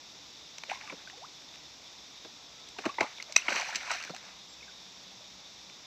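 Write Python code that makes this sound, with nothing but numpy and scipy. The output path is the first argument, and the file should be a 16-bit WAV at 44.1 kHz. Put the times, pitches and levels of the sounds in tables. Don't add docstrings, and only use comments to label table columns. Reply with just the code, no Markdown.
import sys
import numpy as np
from scipy import signal
from scipy.fft import rfft, irfft, next_fast_len
from scipy.io import wavfile
from scipy.ndimage import uniform_filter1d

SR = 44100
rng = np.random.default_rng(int(sys.argv[2]) if len(sys.argv) > 2 else 0)


def generate_wav(signal):
    frames = np.transpose(np.atleast_2d(signal))
    scaled = np.clip(frames, -1, 1) * 32767
    pcm = np.round(scaled).astype(np.int16)
    wavfile.write(sys.argv[1], SR, pcm)


def invert_db(x):
    u = np.asarray(x, float) / 20
    return 10 ** u


N = 258418
TIME_S = np.arange(N) / SR


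def rms_one(x):
    return x / np.sqrt(np.mean(x ** 2) + 1e-20)


def band(x, low_hz, high_hz, order=2):
    edges_hz = [low_hz, min(high_hz, .45 * SR)]
    return signal.sosfilt(signal.butter(order, edges_hz, "band", fs=SR, output="sos"), x)


def resonance(x, hz, width_hz):
    r = np.exp(-np.pi * width_hz / SR)
    zeros = np.array([1, 0, -1]) * (1 - r * r) / 2
    return signal.lfilter(zeros, [1, -2 * r * np.cos(2 * np.pi * hz / SR), r * r], x)


def drift(rate_hz):
    r = np.exp(-80 * np.pi * rate_hz / SR)
    white = rng.standard_normal(N // 40 + 2002)
    slow = signal.lfilter([1], [1, -2 * r, r * r], white)[2000:]
    return np.interp(np.arange(N) / 40, np.arange(len(slow)), rms_one(slow))


def gate(start_s, end_s, fade_s):
    return np.interp(TIME_S, [start_s - fade_s, start_s, end_s, end_s + fade_s], [0, 1, 1, 0])


def add(out, piece, start_s):
    i = max(round(start_s * SR), 0)
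    out[i:i + len(piece)] += piece[:N - i]


# pitch_hz, density_db (per Hz)
AIR_SPECTRUM = [(28, -30), (45, -20), (75, -15.5), (140, -9), (250, -10), (450, -11.5), (900, -9),
                (1600, -15.5), (2400, -10.5), (3200, -14), (5600, -5.5), (6650, -13.5), (7000, -16.5),
                (7950, -24)]


def air():
    size = next_fast_len(N)
    points_hz, points_db = np.transpose(AIR_SPECTRUM)
    hz = np.arange(size // 2 + 1) * SR / size + 1
    colour = invert_db(np.interp(np.log(hz), np.log(points_hz), points_db))
    noise = irfft(colour * rfft(rng.standard_normal(size)), size)[:N]
    return invert_db(-52 + 0.16 * drift(3.6)) * rms_one(noise)


# time_s, low_chorus_db, high_chorus_db
INSECT_LEVELS = [(0.0, -56, -76.5), (5.86, -55.5, -77)]


def insects():
    time_s, low_points_db, high_points_db = np.transpose(INSECT_LEVELS)
    low_db = np.interp(TIME_S, time_s, low_points_db)
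    high_db = np.interp(TIME_S, time_s, high_points_db)
    white = rng.standard_normal((2, N))
    low = rms_one(resonance(resonance(white[0], 3620, 600), 3620, 600))
    high = rms_one(band(white[1], 4470, 4580))
    return low * invert_db(low_db + 1.5 * drift(13)) + high * invert_db(high_db + .8 * drift(7))


# pitch_hz, width_hz, level_db
HUM_TONES = [
    (60.1, 4.7, -76.5),
    (296.5, 16, -72),
    (189.6, 11, -70),
    (1315, 12, -71),
]
# start_s, end_s
HUM_TONE_SPANS = [(0, 5.86), (.05, 2.7), (4.15, 5.86), (2.35, 2.65)]


def hum():
    out = np.zeros(N)
    for (hz, width_hz, level_db), (start_s, end_s) in zip(HUM_TONES, HUM_TONE_SPANS):
        tone = rms_one(resonance(rng.standard_normal(N), hz, width_hz))
        out += gate(start_s, end_s, .1) * invert_db(level_db) * tone
    return out


# start_s, end_s, pitch_hz, level_db
BIRD_NOTE = (4.49, 4.541, 7580, -60)


def bird():
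    start_s, end_s, hz, level_db = BIRD_NOTE
    note = np.sin(2 * np.pi * hz * TIME_S) * invert_db(level_db + 2 * drift(40))
    return gate(start_s, end_s, .004) * note


def bubble(hz, rise_octaves, length_ms, swell):
    u = np.linspace(0, 1, max(round(length_ms * SR / 1000), 8))
    swell = np.clip(swell, .03, .9)
    growth = np.sin(np.pi / 2 * u / swell) ** 1.3
    decay = np.exp(-2.5 * ((u - swell) / (1 - swell)) ** 1.7)
    phase = 2 * np.pi * np.cumsum(hz * 2 ** (rise_octaves * u ** 1.6)) / SR
    return np.where(u < swell, growth, decay) * np.sin(phase)


# start_s, end_s
THRASHING = (.6, 4.5)


def swarm(per_s, low_hz, high_hz, cycles, uneven_db):
    out = np.zeros(N)
    start_s, end_s = THRASHING
    span_s = end_s - start_s
    for when, pitch, size, long in rng.random((round(per_s * span_s), 4)):
        hz = low_hz * (high_hz / low_hz) ** pitch
        gain = invert_db(-uneven_db * np.log(size + 0.07))
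        length_ms = 1000 * cycles * (.4 + long) / hz
        add(out, gain * bubble(hz, .5 * long, length_ms, .2), start_s + when * span_s)
    return rms_one(out) * np.sqrt(span_s * SR / N)


# start_s, droplets_db, hold_s, gurgle_rel_db
WATER_SURGES = [(.695, -44.5, .04, -6), (.81, -54, .10, -1.5), (.96, -59, .05, -4), (2.79, -50, .005, 0),
                (2.855, -48, .015, 12), (3.012, -41, .015, 12), (3.10, -55, .03, -4), (3.29, -55, .03, 3),
                (3.385, -42, .03, -14), (3.455, -44, .02, 1), (3.495, -33.5, .05, -2.5),
                (3.56, -33, .045, -3), (3.65, -41, .06, -2.5), (3.73, -41, .055, -7),
                (3.81, -42.5, .07, -4), (3.90, -36.5, .05, -9), (4.0, -47.5, .07, -7), (4.16, -54, .03, -3),
                (4.24, -54, .07, 0.3)]


def surges(levels_db, fall_db_per_s):
    t = np.arange(0, N, 32) / SR
    power = np.zeros(len(t))
    for (start_s, _, hold_s, _), level_db in zip(WATER_SURGES, levels_db):
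        swell = np.clip(1 + (t - start_s) / .025, 0, 1) ** 2
        fall_db = fall_db_per_s * np.maximum(t - start_s - hold_s, 0)
        power += (swell * invert_db(level_db - fall_db)) ** 2
    return np.interp(TIME_S, t, np.sqrt(power))


def wash():
    white = rng.standard_normal((3, N))
    gurgle = swarm(420, 620, 1340, cycles=6.5, uneven_db=3.2)
    gurgle = gurgle + 0.7 * rms_one(band(white[0], 560, 1350, order=3))
    droplets = swarm(800, 1300, 3060, cycles=8.0, uneven_db=4.0)
    droplets = droplets + 0.65 * rms_one(band(white[1], 1450, 3280, order=3))
    spray = rms_one(band(white[2], 2600, 7400)) * rms_one(invert_db(2.2 * drift(126)))
    _, droplets_db, _, gurgle_rel_db = np.transpose(WATER_SURGES)
    mix = gurgle * surges(droplets_db + gurgle_rel_db, fall_db_per_s=350)
    mix = mix + droplets * surges(droplets_db, fall_db_per_s=170)
    mix = mix + spray * surges(droplets_db - 6, fall_db_per_s=170)
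    return invert_db(-6.5) * mix


# start_s, peak_db, pitch_hz
DROP_BUBBLES = [(.582, -38, 3850), (.698, -30.5, 2760), (1.072, -41.5, 1520), (2.899, -39, 2620),
                (2.985, -27.5, 2040), (3.008, -18, 2176), (3.199, -35.5, 2140), (3.352, -41, 2500),
                (3.385, -31, 2620), (3.42, -32, 2690), (3.470, -35, 2230), (3.482, -17, 2140),
                (3.523, -25.5, 1530), (3.686, -34, 5880), (3.903, -28, 1450), (3.984, -35, 2470),
                (4.011, -34, 2700), (4.025, -37, 4300), (4.075, -42, 1520), (4.106, -39, 4200),
                (4.608, -46, 2500), (4.627, -42, 2220), (4.678, -47, 1580), (4.690, -50, 1480)]


def drop_bubbles():
    out = np.zeros(N)
    for start_s, peak_db, hz in DROP_BUBBLES:
        cycles = 18 - .35 * (peak_db + 35)
        add(out, invert_db(peak_db) * bubble(hz, .05, 1000 * cycles / hz, swell=.27), start_s)
    return out


# start_s, peak_db, start_pitch_hz, rise_octaves, length_ms
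CLIMBING_BUBBLES = [(.686, -40, 468, 1.32, 21), (.727, -35, 900, .57, 13), (.817, -46, 1500, .95, 13),
                    (1.096, -51, 2000, .97, 16), (1.127, -51, 740, .5, 42), (1.171, -51, 467, .37, 40),
                    (1.205, -43, 568, 1.56, 55), (3.063, -39, 1960, .39, 10), (3.545, -32, 900, .61, 18),
                    (3.962, -39, 1540, .35, 16), (4.004, -42, 1160, .49, 11.6), (4.098, -45, 150, .65, 37),
                    (4.135, -39.5, 693, .43, 21)]


def climbing_bubbles():
    out = np.zeros(N)
    for start_s, peak_db, hz, octaves, length_ms in CLIMBING_BUBBLES:
        add(out, invert_db(peak_db) * bubble(hz, octaves, length_ms, swell=.5 * octaves), start_s)
    return out


# start_s, peak_db, pitch_hz, length_ms
AIR_POCKETS = [(.715, -24, 770, 9), (.756, -42.5, 1010, 10), (.772, -45, 1000, 10), (.832, -48, 850, 30),
               (.874, -46, 1180, 14), (.884, -45, 1150, 14), (.902, -43, 1000, 12), (.925, -48, 175, 34),
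               (.936, -43.5, 480, 15), (2.250, -49, 330, 28), (2.255, -50, 598, 17), (2.763, -48, 930, 18),
               (2.786, -36, 717, 13), (2.860, -28, 332, 15.5), (2.862, -50.5, 110, 40),
               (2.891, -32.5, 1117, 23), (2.983, -24.5, 910, 10.5), (3.011, -16, 760, 5.5),
               (3.010, -50.5, 105, 42), (3.295, -43.5, 610, 18), (3.516, -34.5, 575, 16),
               (3.596, -31, 1010, 7.2), (3.625, -38, 730, 14), (3.688, -34, 835, 13), (3.713, -42, 900, 8),
               (3.884, -37, 1000, 10), (3.944, -40.5, 700, 26), (4.103, -42, 520, 14),
               (5.205, -52.5, 595, 22)]


def air_pockets():
    out = np.zeros(N)
    for start_s, peak_db, hz, length_ms in AIR_POCKETS:
        add(out, invert_db(peak_db) * bubble(hz, .12, length_ms, swell=.25), start_s)
    return out


# start_s, peak_db, plop_rel_db, spray_rel_db
DROP_TICKS = [(0.5818, -35.5, -7, 3), (0.635, -32, -1.5, -7), (0.8106, -36.5, -12, -13),
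              (0.8744, -39, -13, -14), (1.0739, -44, -3, -3), (1.0979, -37, -18, -7), (1.1772, -43, -10, 0),
              (1.4194, -47, -7, -4), (1.5396, -44, -18, -8), (1.5562, -41, -13, -5), (2.6873, -46, -15, 8),
              (2.821, -41, -4, 2), (2.941, -41, -10, -13), (3.1832, -37.5, -5, -10), (3.2242, -34.5, -8, 5),
              (3.3226, -35.5, -12, 8), (3.6874, -39, -1, -7), (3.7478, -27, -15, -5), (3.8754, -35, 1, -4),
              (3.9364, -33, -9, -1), (3.9544, -34, -15, -6), (4.0004, -38, -6, -4), (4.0247, -37, -16, 4),
              (4.037, -32, -17, -2), (4.0487, -33.5, -18, -3), (4.1064, -48.5, -9, 4),
              (4.1464, -36, -6, -2), (4.1634, -36.5, -17, 1), (4.2275, -43, -5, -2),
              (5.6976, -39, -38, -12)]
# start_s, peak_db, plop_rel_db, spray_rel_db
FIN_SLAPS = [(0.695, -31, -11, -22), (0.7074, -33, -11, -11), (0.8963, -29, -12, -20),
             (2.8354, -43, 7, -15), (2.8894, -36, -4, -10), (3.1982, -36, -9, -16), (3.3720, -30, -20, 3),
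             (3.4815, -21, -2, -20), (3.5587, -29.5, 2, -11), (3.5721, -24.5, -15, -19),
             (3.7553, -23, -14, 2), (3.9032, -25, 1, -14), (3.9117, -27.5, 3.5, 2)]
# start_s, peak_db, weight_db, spray_rel_db
BODY_FLOPS = [(0.9207, -41.5, 4, -9), (2.2462, -46.5, 6, -22), (2.7846, -32, -2, -7),
              (2.8527, -28, 1.5, -7.5), (2.8588, -31, 5, -8), (2.9828, -34, 0, -30),
              (3.0054, -15, -6.5, -13), (3.0270, -33, -1, -16), (3.4830, -33, -1, -20),
              (3.5150, -38, 4, -12), (3.5480, -41, 5, -10), (4.0937, -41, 6, -3)]
REGISTER_EDGES_HZ = [210, 600, 1500, 3200, 8400]


def blow(out, start_s, peak_db, registers_rel_db, decay_ms):
    t = np.arange(round(.1 * SR)) / SR
    white = rng.standard_normal((4, len(t)))
    stretches = [2.16, 1.32, 1.07, 0.98]
    for k, (rel_db, stretch) in enumerate(zip(registers_rel_db, stretches)):
        decay_s = decay_ms / 1000 * stretch
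        shape = (1 - np.exp(-t / (0.42 * decay_s))) * np.exp(-t / decay_s)
        burst = band(white[k] * shape, *REGISTER_EDGES_HZ[k:k + 2], order=3)
        add(out, burst * invert_db(peak_db + rel_db - 2.5) / np.abs(burst).max(), start_s)


def slaps():
    out = np.zeros(N)
    for start_s, peak_db, weight_db, spray_db in BODY_FLOPS:
        blow(out, start_s, peak_db, [weight_db + .5, weight_db + .3, 0, spray_db], decay_ms=4.5)
    for start_s, peak_db, plop_db, spray_db in FIN_SLAPS:
        blow(out, start_s, peak_db, [-22, plop_db, 0, spray_db], decay_ms=5.2)
    for start_s, peak_db, plop_db, spray_db in DROP_TICKS:
        blow(out, start_s, peak_db, [-19, plop_db, 0, spray_db], decay_ms=1.6)
    return out


# pitch_hz, peak_db, peak_s, half_length_ms
CAVITY_MODES = [(6000, -25, 3.6, 0.55), (2300, -30, 3, .7), (2050, -12.5, 3.3637, 0.86),
                (2550, -12, 3.3657, 1.6), (2500, -25, 3.3695, 1.5), (3980, -12, 3.3647, 0.89),
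                (5930, -5.5, 3.3648, 0.86), (7560, -28.5, 3.3655, 1.5), (1310, -30, 3.365, 1.5),
                (650, -33, 3.366, 2.5)]


def tail_crack():
    out = np.zeros(N)
    half = round(.01 * SR)
    t = np.arange(-half, half) / SR
    for hz, peak_db, peak_s, half_length_ms in CAVITY_MODES:
        shape = np.exp(-(1000 * t / half_length_ms) ** 2 / 2)
        add(out, invert_db(peak_db) * shape * np.sin(2 * np.pi * hz * t), peak_s + t[0])
    shape = np.exp(-(1000 * t / 2.6) ** 2 / 2) * (t > -.0042)
    burst = band(rng.standard_normal(len(t)) * shape, 480, 6500)
    add(out, invert_db(-14) * burst / np.abs(burst).max(), 3.3650 + t[0])
    return out


# pitch_hz, width_hz, boost_db
SPLASH_COLOUR = [(2320, 435, 5.0), (3430, 660, -11), (4150, 680, 9.5), (6000, 390, 10.5), (6850, 640, -5)]


def colour_splash(splash):
    for hz, width_hz, boost_db in SPLASH_COLOUR:
        splash = splash + (invert_db(boost_db) - 1) * resonance(splash, hz, width_hz)
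    return splash


def bank_echoes(water):
    t = np.arange(round(.2 * SR)) / SR
    scatter = rng.standard_normal(len(t)) * invert_db(-60 * t / .1) * (t > .014)
    dull = band(water, 500, 6500, order=1)
    return invert_db(-17) * signal.fftconvolve(dull, scatter / np.linalg.norm(scatter))[:N]


def scene():
    background = air() + insects() + hum() + bird()
    bubbles = drop_bubbles() + climbing_bubbles() + air_pockets()
    water = colour_splash(wash() + slaps()) + bubbles + tail_crack()
    return (background + water + bank_echoes(water))[None]


def band_limit(x):
    return signal.sosfilt(signal.butter(12, 16400, fs=SR, output="sos"), x)


def record(dry):
    core = signal.sosfilt(signal.ellip(10, .5, 80, 8050, fs=SR, output="sos"), dry)
    shifted = core * np.cos(2 * np.pi * 7620 * TIME_S)
    fizz = uniform_filter1d(np.abs(band(core, 4500, 8000)), size=40) * rng.standard_normal(core.shape)
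    shifted = shifted + invert_db(2.5) * band(fizz, 10500, 13000, order=1)
    treble = signal.cheby1(8, .5, [9800, 15320], "band", fs=SR, output="sos")
    copy = signal.sosfilt(treble, shifted)
    copy = copy + invert_db(8.5) * resonance(copy, 14300, 900) + invert_db(-3) * resonance(copy, 10600, 840)
    cells = signal.stft(copy, nperseg=1024)[2]
    cells = cells / np.sqrt(1 + np.abs(cells) / 0.0017)
    _, rows, columns = cells.shape
    kept = rng.random((rows // 3 + 1, columns // 3 + 1)) > .25
    patches = np.kron(kept, np.ones((3, 3)))[:rows, :columns]
    copy = signal.istft(cells * patches, nperseg=1024)[1][:, :N]
    top = .95
    rounded = top * np.tanh(core / top)
    core = signal.sosfilt(signal.butter(8, 15000, fs=SR, output="sos"), rounded)
    return band_limit(core + invert_db(-25.5) * copy)


dry = scene()
out = record(dry)
generate_wav(out)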